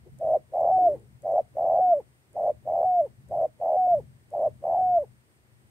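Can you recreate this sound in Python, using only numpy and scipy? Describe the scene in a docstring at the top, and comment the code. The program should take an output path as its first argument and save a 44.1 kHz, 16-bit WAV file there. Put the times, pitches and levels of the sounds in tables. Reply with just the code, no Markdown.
"""On dry mud beside a pond, a spotted dove a few steps away bows and coos five times.
Each phrase is a short purring note and a long one, whose purr clears into a pure tone that swells, sags
and breaks to a soft tail. The coos are gliding tones, chopped into quick puffs where they purr.
Shaped noise makes the low outdoor rumble, thin hiss, two soft scuffs and a few tiny ticks behind them;
a wavering sine makes the faint hum."""
import sys
import numpy as np
from scipy import signal
from scipy.fft import rfft, irfft, next_fast_len
from scipy.io import wavfile
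from scipy.ndimage import uniform_filter1d, map_coordinates

SR = 44100
rng = np.random.default_rng(int(sys.argv[2]) if len(sys.argv) > 2 else 0)


def put_to_file(sound):
    """Save the sound as 16-bit audio at rate SR, in the file named by the first command-line argument."""
    columns = np.atleast_2d(sound).T  # one column per channel
    safe = np.clip(columns, -1, 1)
    whole_steps = np.round(safe * 32767)
    wavfile.write(sys.argv[1], SR, whole_steps.astype(np.int16))


N = 251370  # length of the scene [samples]


def amp(db):
    """Turn decibels into a plain multiplier."""
    return 10 ** (np.asarray(db) / 20)


def unit(x):
    """Scale x to an average (rms) strength of 1."""
    return x / np.sqrt(np.mean(np.abs(x) ** 2) + 1e-20)


def along(points, hz):
    """Read a curve of (frequency [Hz], value) points, with frequency on a log axis."""
    f, v = np.transpose(points)
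    return np.interp(np.log(hz + 1), np.log(f + 1), v)


def curves(rows, t):
    """Read each column after the time column at the times t."""
    s, *columns = np.transpose(rows)
    return [np.interp(t, s, column) for column in columns]


def wobble(rate, t):
    """Draw a smooth random curve through `rate` random points a second."""
    return map_coordinates(rng.standard_normal(4096), [(t - t[0]) * rate], mode="wrap")


def ramp(t, start, length):
    """Stay at 0 before start, then rise to 1 over length."""
    return np.clip((t - start) / length, 0, 1)


def filtered(x, response):
    """Multiply the frequencies of x by a response."""
    m = next_fast_len(N + SR // 2)
    return irfft(rfft(x, m) * response(np.fft.rfftfreq(m, 1 / SR)), m)[..., :N]


def coloured(x, spectrum):
    """Filter x by a curve of (frequency [Hz], gain [dB])."""
    return filtered(x, lambda hz: amp(along(spectrum, hz)))


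def noise(spectrum, alike):
    """Make stereo noise of rms 1; a shared part and an opposed part set how alike the two sides are."""
    def mid_side_gains(hz):
        turn = np.arccos(np.clip(along(alike, hz), -1, 1)) / 2
        return amp(along(spectrum, hz)) * [np.cos(turn), np.sin(turn)]

    mid, side = filtered(rng.standard_normal((2, N)), mid_side_gains)
    return unit(np.array([mid + side, mid - side]))


def background(effort, hum_hz=125, hum_db=-7, air_db=-69.0, bright_db=-79, restless_db=2,
               rush_db=-72, coo_rush_db=-42, rush_growth=0.55):
    """Restless rumble with a wavering hum, a rush that swells with each coo, and hiss with a bright flicker."""
    # base level of the distant rumble: (time [s], level [dB])
    rumble_path = [(0.0, -57), (0.13, -49.5), (0.54, -60), (0.76, -50), (1.27, -60), (1.78, -56),
                   (2.3, -66.5), (2.41, -56.5), (2.87, -52.5), (2.94, -62.5), (3.32, -51), (3.71, -66),
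                   (3.86, -62.5), (3.95, -46.5), (4.16, -61), (4.43, -56), (4.46, -50), (4.7, -55.5),
                   (4.97, -52.5), (5.26, -67.5), (5.68, -59), (5.7, -62.5)]
    # relative colours of rumble, rush, steady hiss and bright band: (frequency [Hz], level per Hz [dB])
    rumble_colour = [(20, -28.5), (42, -22.5), (65, 2.5), (95, 1.5), (130, 6.5), (165, -6), (230, -4.5),
                     (400, -47.5)]
    rush_colour = [(130, -16), (210, -8), (350, -1), (500, -7), (700, -11.5), (1100, -19.5), (2000, -48)]
    air_colour = [(200, -2), (500, -5.5), (800, -0.5), (1200, -1), (1900, 1.5), (2600, -4), (3300, -6.5),
                  (4000, -9), (4900, -8.5), (5800, -11.5), (7200, -10.5), (10000, -11.5), (15500, -14.5)]
    bright_colour = [(7000, -30), (8000, -7), (8450, 0), (8950, -4), (9500, -14), (10500, -30)]
    # how alike the steady hiss is on the two sides: (frequency [Hz], likeness [-1 to 1])
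    air_likeness = [(60, 0.28), (180, 0.21), (550, 0.24), (1650, -0.6), (4970, -0.23), (15000, 0.11)]
    t = np.arange(N) / SR

    rumble_level, = curves(rumble_path, t)
    rumble_level = rumble_level + restless_db * wobble(14, t)
    hum_gain = amp(hum_db + 3.6 * wobble(5.6, t))  # relative to the rumble
    hum = hum_gain * np.sin(2 * np.pi * np.cumsum(hum_hz + 3 * wobble(9.4, t)) / SR)
    rumble = amp(rumble_level) * (noise(rumble_colour, [(60, 0.73), (200, 0.36)]) + hum)

    swell = np.abs(uniform_filter1d(effort, size=3000)) ** rush_growth
    rush_gain = amp(rush_db) + amp(coo_rush_db) * swell
    rush = rush_gain * noise(rush_colour, [(200, .55), (800, 0.86)])

    air = amp(air_db) * noise(air_colour, air_likeness)
    bright = amp(bright_db + 1.1 * wobble(12, t)) * noise(bright_colour, [(8000, 0.088)])
    # rumble and bright band lean left, the rush leans right
    return (rumble + bright) * amp([[2.5], [-2.5]]) + rush * amp([[-1], [1]]) + air


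def scuffs():
    """Dull noise swells and fades briefly, like a soft rustle."""
    # the scuffs: (time [s], half length [s], level [dB])
    scuff_times = [(0.074, 0.02, -54), (0.86, 0.11, -41.5)]
    # their relative colour: (frequency [Hz], level per Hz [dB])
    scuff_colour = [(200, -32.5), (320, -1), (420, 0.5), (540, -9), (800, -16.5), (1500, -51.5)]
    t = np.arange(N) / SR
    swell = sum(amp(db) * np.exp(-((t - s) / half) ** 2) for s, half, db in scuff_times)
    return swell * noise(scuff_colour, [(400, 0.74)])


def ticks():
    """Each dry tick is a few milliseconds of bright crackle that dies at once."""
    # the ticks, before the lift and filter below: (time [s], level [dB])
    tick_times = [(0.1875, -52), (0.6075, -56), (0.9966, -61), (1.2211, -54), (1.3194, -57), (2.3311, -58),
                  (3.2864, -56), (3.4186, -58), (3.9055, -55), (4.3046, -57), (4.9636, -57)]
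    # filter that brightens them: (frequency [Hz], gain [dB])
    tick_colour = [(2000, -25), (5500, -14), (7000, -3), (8600, 0), (11000, -6), (15000, -16)]
    out, t = np.zeros((2, N)), np.arange(SR // 20) / SR
    for s, db in tick_times:
        fade = amp(db + 9 - 60 * t / .01)  # 60 dB down in 10 ms
        out[:, round(s * SR):][:, :len(t)] += fade * rng.standard_normal((2, len(t)))
    return coloured(out, tick_colour)


def gesture(t, pitch, level_db, rough):
    """Scoop up into a note and drop away at its close; rows of (s, pitch Hz, level dB, roughness)."""
    attack_s, scoop_hz, attack_db = .025, 157.3, 19
    release_s, release_db, drop_s, drop_hz = .025, 20.5, .034, 220
    opening = 1 - ramp(t, t[0], attack_s)
    closing = ramp(t, t[-1] - release_s, release_s)
    # the pitch gives way before the level
    dropping = ramp(t, t[-1] - drop_s, drop_s)
    pitch = pitch - scoop_hz * opening - drop_hz * dropping ** 1.4
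    level_db = level_db - attack_db * opening - release_db * closing ** 2.8
    # the membranes flutter less at the soft edges of a note
    return np.transpose([t, pitch, level_db, rough * (1 - .8 * (opening + closing))])


def short_note(start, end, hz, dip_hz, db, rough):
    """A purr dips in pitch midway and grows louder until just before it ends."""
    swell_db_per_s, crest_s = 66.5, 0.035  # the crest comes this long before the end
    t = np.linspace(start, end, 400)
    pitch = hz - dip_hz * np.sin(np.pi * ramp(t, start, end - start)) ** 4
    level_db = db - swell_db_per_s * np.maximum(end - crest_s - t, 0)
    return gesture(t, pitch, level_db, rough)


def long_note(start, clears, breaks, end, hz, db, swell_db):
    """A climbing purr leads to a clear tone that sags as it swells, then breaks to a soft tail."""
    # the purr starts lower and softer than the clear tone and climbs towards it
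    purr_below_hz, purr_climb_hz, purr_softer_db, purr_rough, clearing_s = 74, 41.7, 8, 1, .016
    # the clear tone sags steadily, then bends down faster as it swells
    sag_hz, bend_hz, bend_power, swell_power, clear_rough = 42.4, 43, 7.8, 3.4, 0.019
    # the voice breaks to a soft low tail that sinks on
    break_s, break_hz, break_db, tail_hz_per_s, tail_db_per_s = 0.011, 58, 6, 650, 100.5
    t = np.linspace(start, end, 800)
    purr = ramp(t, start, clears - start)
    clear = ramp(t, clears, breaks - clears)
    purring = 1 - ramp(t, clears - clearing_s, clearing_s)
    broken = ramp(t, breaks, break_s)
    tail_s = np.maximum(t - breaks, 0)

    pitch = hz - purring * (purr_below_hz - purr_climb_hz * purr ** 3)
    pitch = pitch - sag_hz * clear - bend_hz * clear ** bend_power
    pitch = pitch - break_hz * broken - tail_hz_per_s * tail_s

    swell = np.sin(np.pi / 2 * clear ** swell_power) ** 2
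    level_db = db - purr_softer_db * (1 - purr) ** 2.1 + swell_db * swell
    level_db = level_db - break_db * broken - tail_db_per_s * tail_s
    # the purr grows smoother as it nears the clear tone
    rough = clear_rough + purr_rough * purring * (1 - 0.44 * purr ** 2)
    return gesture(t, pitch, level_db, rough)


def flutter(t, rough, first_rate, last_rate, jitter=.14, width=0.002, arch_hz=130, scatter_hz=26,
            size_db=1, rebound_db=-10, sag_hz=130):
    """The voice box opens in quick puffs that arch up in pitch; roughness makes their phase slip."""
    # rates are in puffs a second, width in seconds
    rate = np.linspace(first_rate, last_rate, len(t)) * np.exp(jitter * wobble(70, t))
    count = np.cumsum(rate) / SR
    beats = np.interp(np.arange(1, count[-1]), count, t)
    size, detune, slip, hold, kick = rng.standard_normal((64, 5))[:len(beats)].T[:, :, None]
    # as pressure builds through the note, some puffs stay open longer
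    progress = np.linspace(0, 1, len(beats))[:, None]
    length = width * (1 + .9 * progress ** 2 * np.abs(hold))

    def opening(v):
        return 1 / np.cosh(np.clip(v, -50, 50))

    u = t - beats[:, None]
    arch = arch_hz * (2 * length * np.arctan(np.tanh(u / length / 2)) - u * np.pi / 4)
    turns = .5 * slip * np.interp(beats, t, rough)[:, None] + scatter_hz * detune * u
    puff = opening(u / length) * np.exp(2j * np.pi * arch)
    # half a cycle later the membranes rebound, usually weaker, and lower
    late = u - .5 / first_rate
    rebound_gain = amp(rebound_db + 4.8 * kick) * opening(late / width)
    rebound = rebound_gain * np.exp(2j * np.pi * (kick - sag_hz * late))
    puffs = amp(size_db * size) * (puff + rebound) * np.exp(2j * np.pi * turns)
    return unit(np.sum(puffs, axis=0))


def note(rows, first_rate, last_rate, waver=0.002, shimmer=.02, octave_db=-37, slack_db=32):
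    """A nearly pure tone is chopped into puffs where rough; returns sound, loudness and purr loudness."""
    # the tone catches for an instant: (time [s], depth [0 to 1])
    catch_times = [(0.717, .9), (.785, 1), (0.817, 0.3), (3.875, 1), (4.789, 0.9), (4.811, 0.8)]
    span = np.arange(round(rows[0][0] * SR) - 128, round(rows[-1][0] * SR) + 128)
    t = span / SR
    pitch, level_db, rough = curves(rows, t)
    rough = np.clip(rough, 0, 1)
    loud = amp(level_db) * signal.windows.tukey(len(t), 500 / len(t))
    # complex tones: the real part is heard, the size is the loudness
    carrier = np.exp(2j * np.pi * np.cumsum(pitch * (1 + waver * wobble(180, t))) / SR)
    steady = 1 + shimmer * wobble(97, t)
    for s, depth in catch_times:
        # the tone thins out and its phase swings before it recovers
        u = (t - s) / .002
        steady = steady * (1 - depth * np.exp(-(u / 4) ** 2) / (1 + 1j * u))
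    # even a mildly rough voice is chopped right through
    chop = np.minimum(1.5 * rough, 1)
    swing = (1 - chop) * steady + chop * flutter(t, rough, first_rate, last_rate)
    # air held back in a gap is spent in the next puff, so the smoothed power stays even
    power = uniform_filter1d(uniform_filter1d(np.abs(swing) ** 2, size=900), size=500)
    tone = carrier * swing / np.sqrt(np.abs(power) + 1e-6)
    # the octave grows with loudness, and flares where the pitch is low and the membranes slack
    slack = np.clip(np.log2(560 / pitch) * 3, 0, 1)
    octave_gain = amp(octave_db + slack_db * slack) * np.sqrt(loud / loud.max()) * (1 - rough / 2)
    octave = octave_gain * tone ** 2  # squaring doubles the pitch
    out = np.zeros((3, N))
    out[:, span] = loud * [np.sqrt(2) * (tone + octave).real, np.abs(tone), rough * np.abs(tone)]
    return out


def dove(purr_rasp_db=-26, clear_rasp_db=-43):
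    """The puffed-up throat rounds off the notes; each puff of the purr carries a little rasp."""
    # short notes, before edges and throat shape them: (start [s], end [s], pitch [Hz],
    # midway pitch dip [Hz], crest level [dB], roughness [0 to 1])
    short_notes = [ (0.195, 0.382, 679, 64.8, -20.5, .5), (1.230, 1.416, 669, 30.14, -21, .8),
                   (2.343, 2.523, 678.5, 24.84, -22.5, .8), (3.294, 3.471, 684, 44.7, -23, 0.78),
                   (4.314, 4.494, 682, 34.74, -22.5, 0.8)]
    # long notes, before the throat: (start [s], purr clears [s], voice breaks [s], end [s],
    # pitch on clearing [Hz], level on clearing [dB], later swell [dB], base octave level [dB])
    long_notes = [ (0.52, 0.725, 0.88, 0.972, 755.4, -21.5, 4.5, -38.5),
                  (1.550, 1.816, 1.935, 2.017, 743.4, -21.5, 5, -35.5),
                  (2.65, 2.86, 3.008, 3.080, 742.8, -23.5, 4.5, -41),
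                  (3.594, 3.775, 3.944, 4.013, 747.6, -23, 5, -37.5),
                  (4.619, 4.78, 4.981, 5.054, 749.6, -24, 5, -36)]
    # filter of the throat: (frequency [Hz], gain [dB])
    throat_colour = [(150, -34), (330, -11), (470, -7.5), (600, 1), (780, 2), (950, -9.5), (1250, -10),
                     (1550, -6.5), (2000, -31), (3500, -66.5)]
    # relative colour of the breathy rasp: (frequency [Hz], level per Hz [dB])
    rasp_colour = [(200, -25), (380, -1.5), (600, -6), (900, 5), (1100, -5), (1300, -21), (1700, -33.5),
                   (3000, -43.5)]
    short = sum(note(short_note(*row), first_rate=93, last_rate=104) for row in short_notes)
    long = sum(note(long_note(*row), first_rate=85, last_rate=78, octave_db=octave_db)
               for *row, octave_db in long_notes)
    tone, effort, purr = short + long
    rasp_gain = amp(purr_rasp_db) * purr + amp(clear_rasp_db) * effort
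    rasp = rasp_gain * noise(rasp_colour, [(300, .1), (1000, .5)])
    return coloured(tone, throat_colour), rasp, effort


def hiss(effort, hiss_db=-62, growth=0.27):
    """A thin noise swells with each coo, growing more gently than the coo itself."""
    # its relative colour: (frequency [Hz], level per Hz [dB])
    hiss_colour = [(700, -22), (1200, 3), (2000, 10), (3000, 2), (4000, -6), (5100, -0.5), (5900, -4),
                   (6450, 2.5), (7200, -2.5), (8500, 4), (9600, 1), (15500, -1)]
    swell = np.abs(uniform_filter1d(effort, size=1500)) ** growth
    return amp(hiss_db) * swell * noise(hiss_colour, [(1000, 0.73), (4000, .05)])


def echo(x):
    """Banks and trees answer faintly: a dying noise tail, different at each ear, smears the sound."""
    # how fast the echo dies: (frequency [Hz], time to fall 60 dB [s])
    bank_decay = [(200, .2), (700, .2), (4000, .12)]
    hz, t, z = signal.stft(rng.standard_normal((2, SR // 2)), SR, nperseg=256)
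    fade = amp(-60 * t / along(bank_decay, hz)[:, None])
    tail = signal.istft(z * fade, SR, nperseg=256)[1]
    return signal.fftconvolve(x[None], tail / np.linalg.norm(tail[0]), axes=1)[:, :N]


def scene():
    """The dove stands straight ahead in open air, with the other sounds added around it."""
    coo, rasp, effort = dove()
    # a weak reflection from the cracked mud, 4 ms late, colours the two sides differently
    bounce = amp(-28.0) * filtered(coo, lambda hz: np.exp(-2j * np.pi * hz * .004))
    bird = coo + rasp + bounce * np.array([[1], [-1]]) + amp(-27.5) * echo(coo)
    return bird + hiss(effort) + ticks() + scuffs() + background(effort)


def record(dry):
    """Remove everything from the top frequency upwards."""
    top_hz = 15720
    return filtered(dry, lambda hz: hz < top_hz)


dry = scene()
out = record(dry)
put_to_file(out)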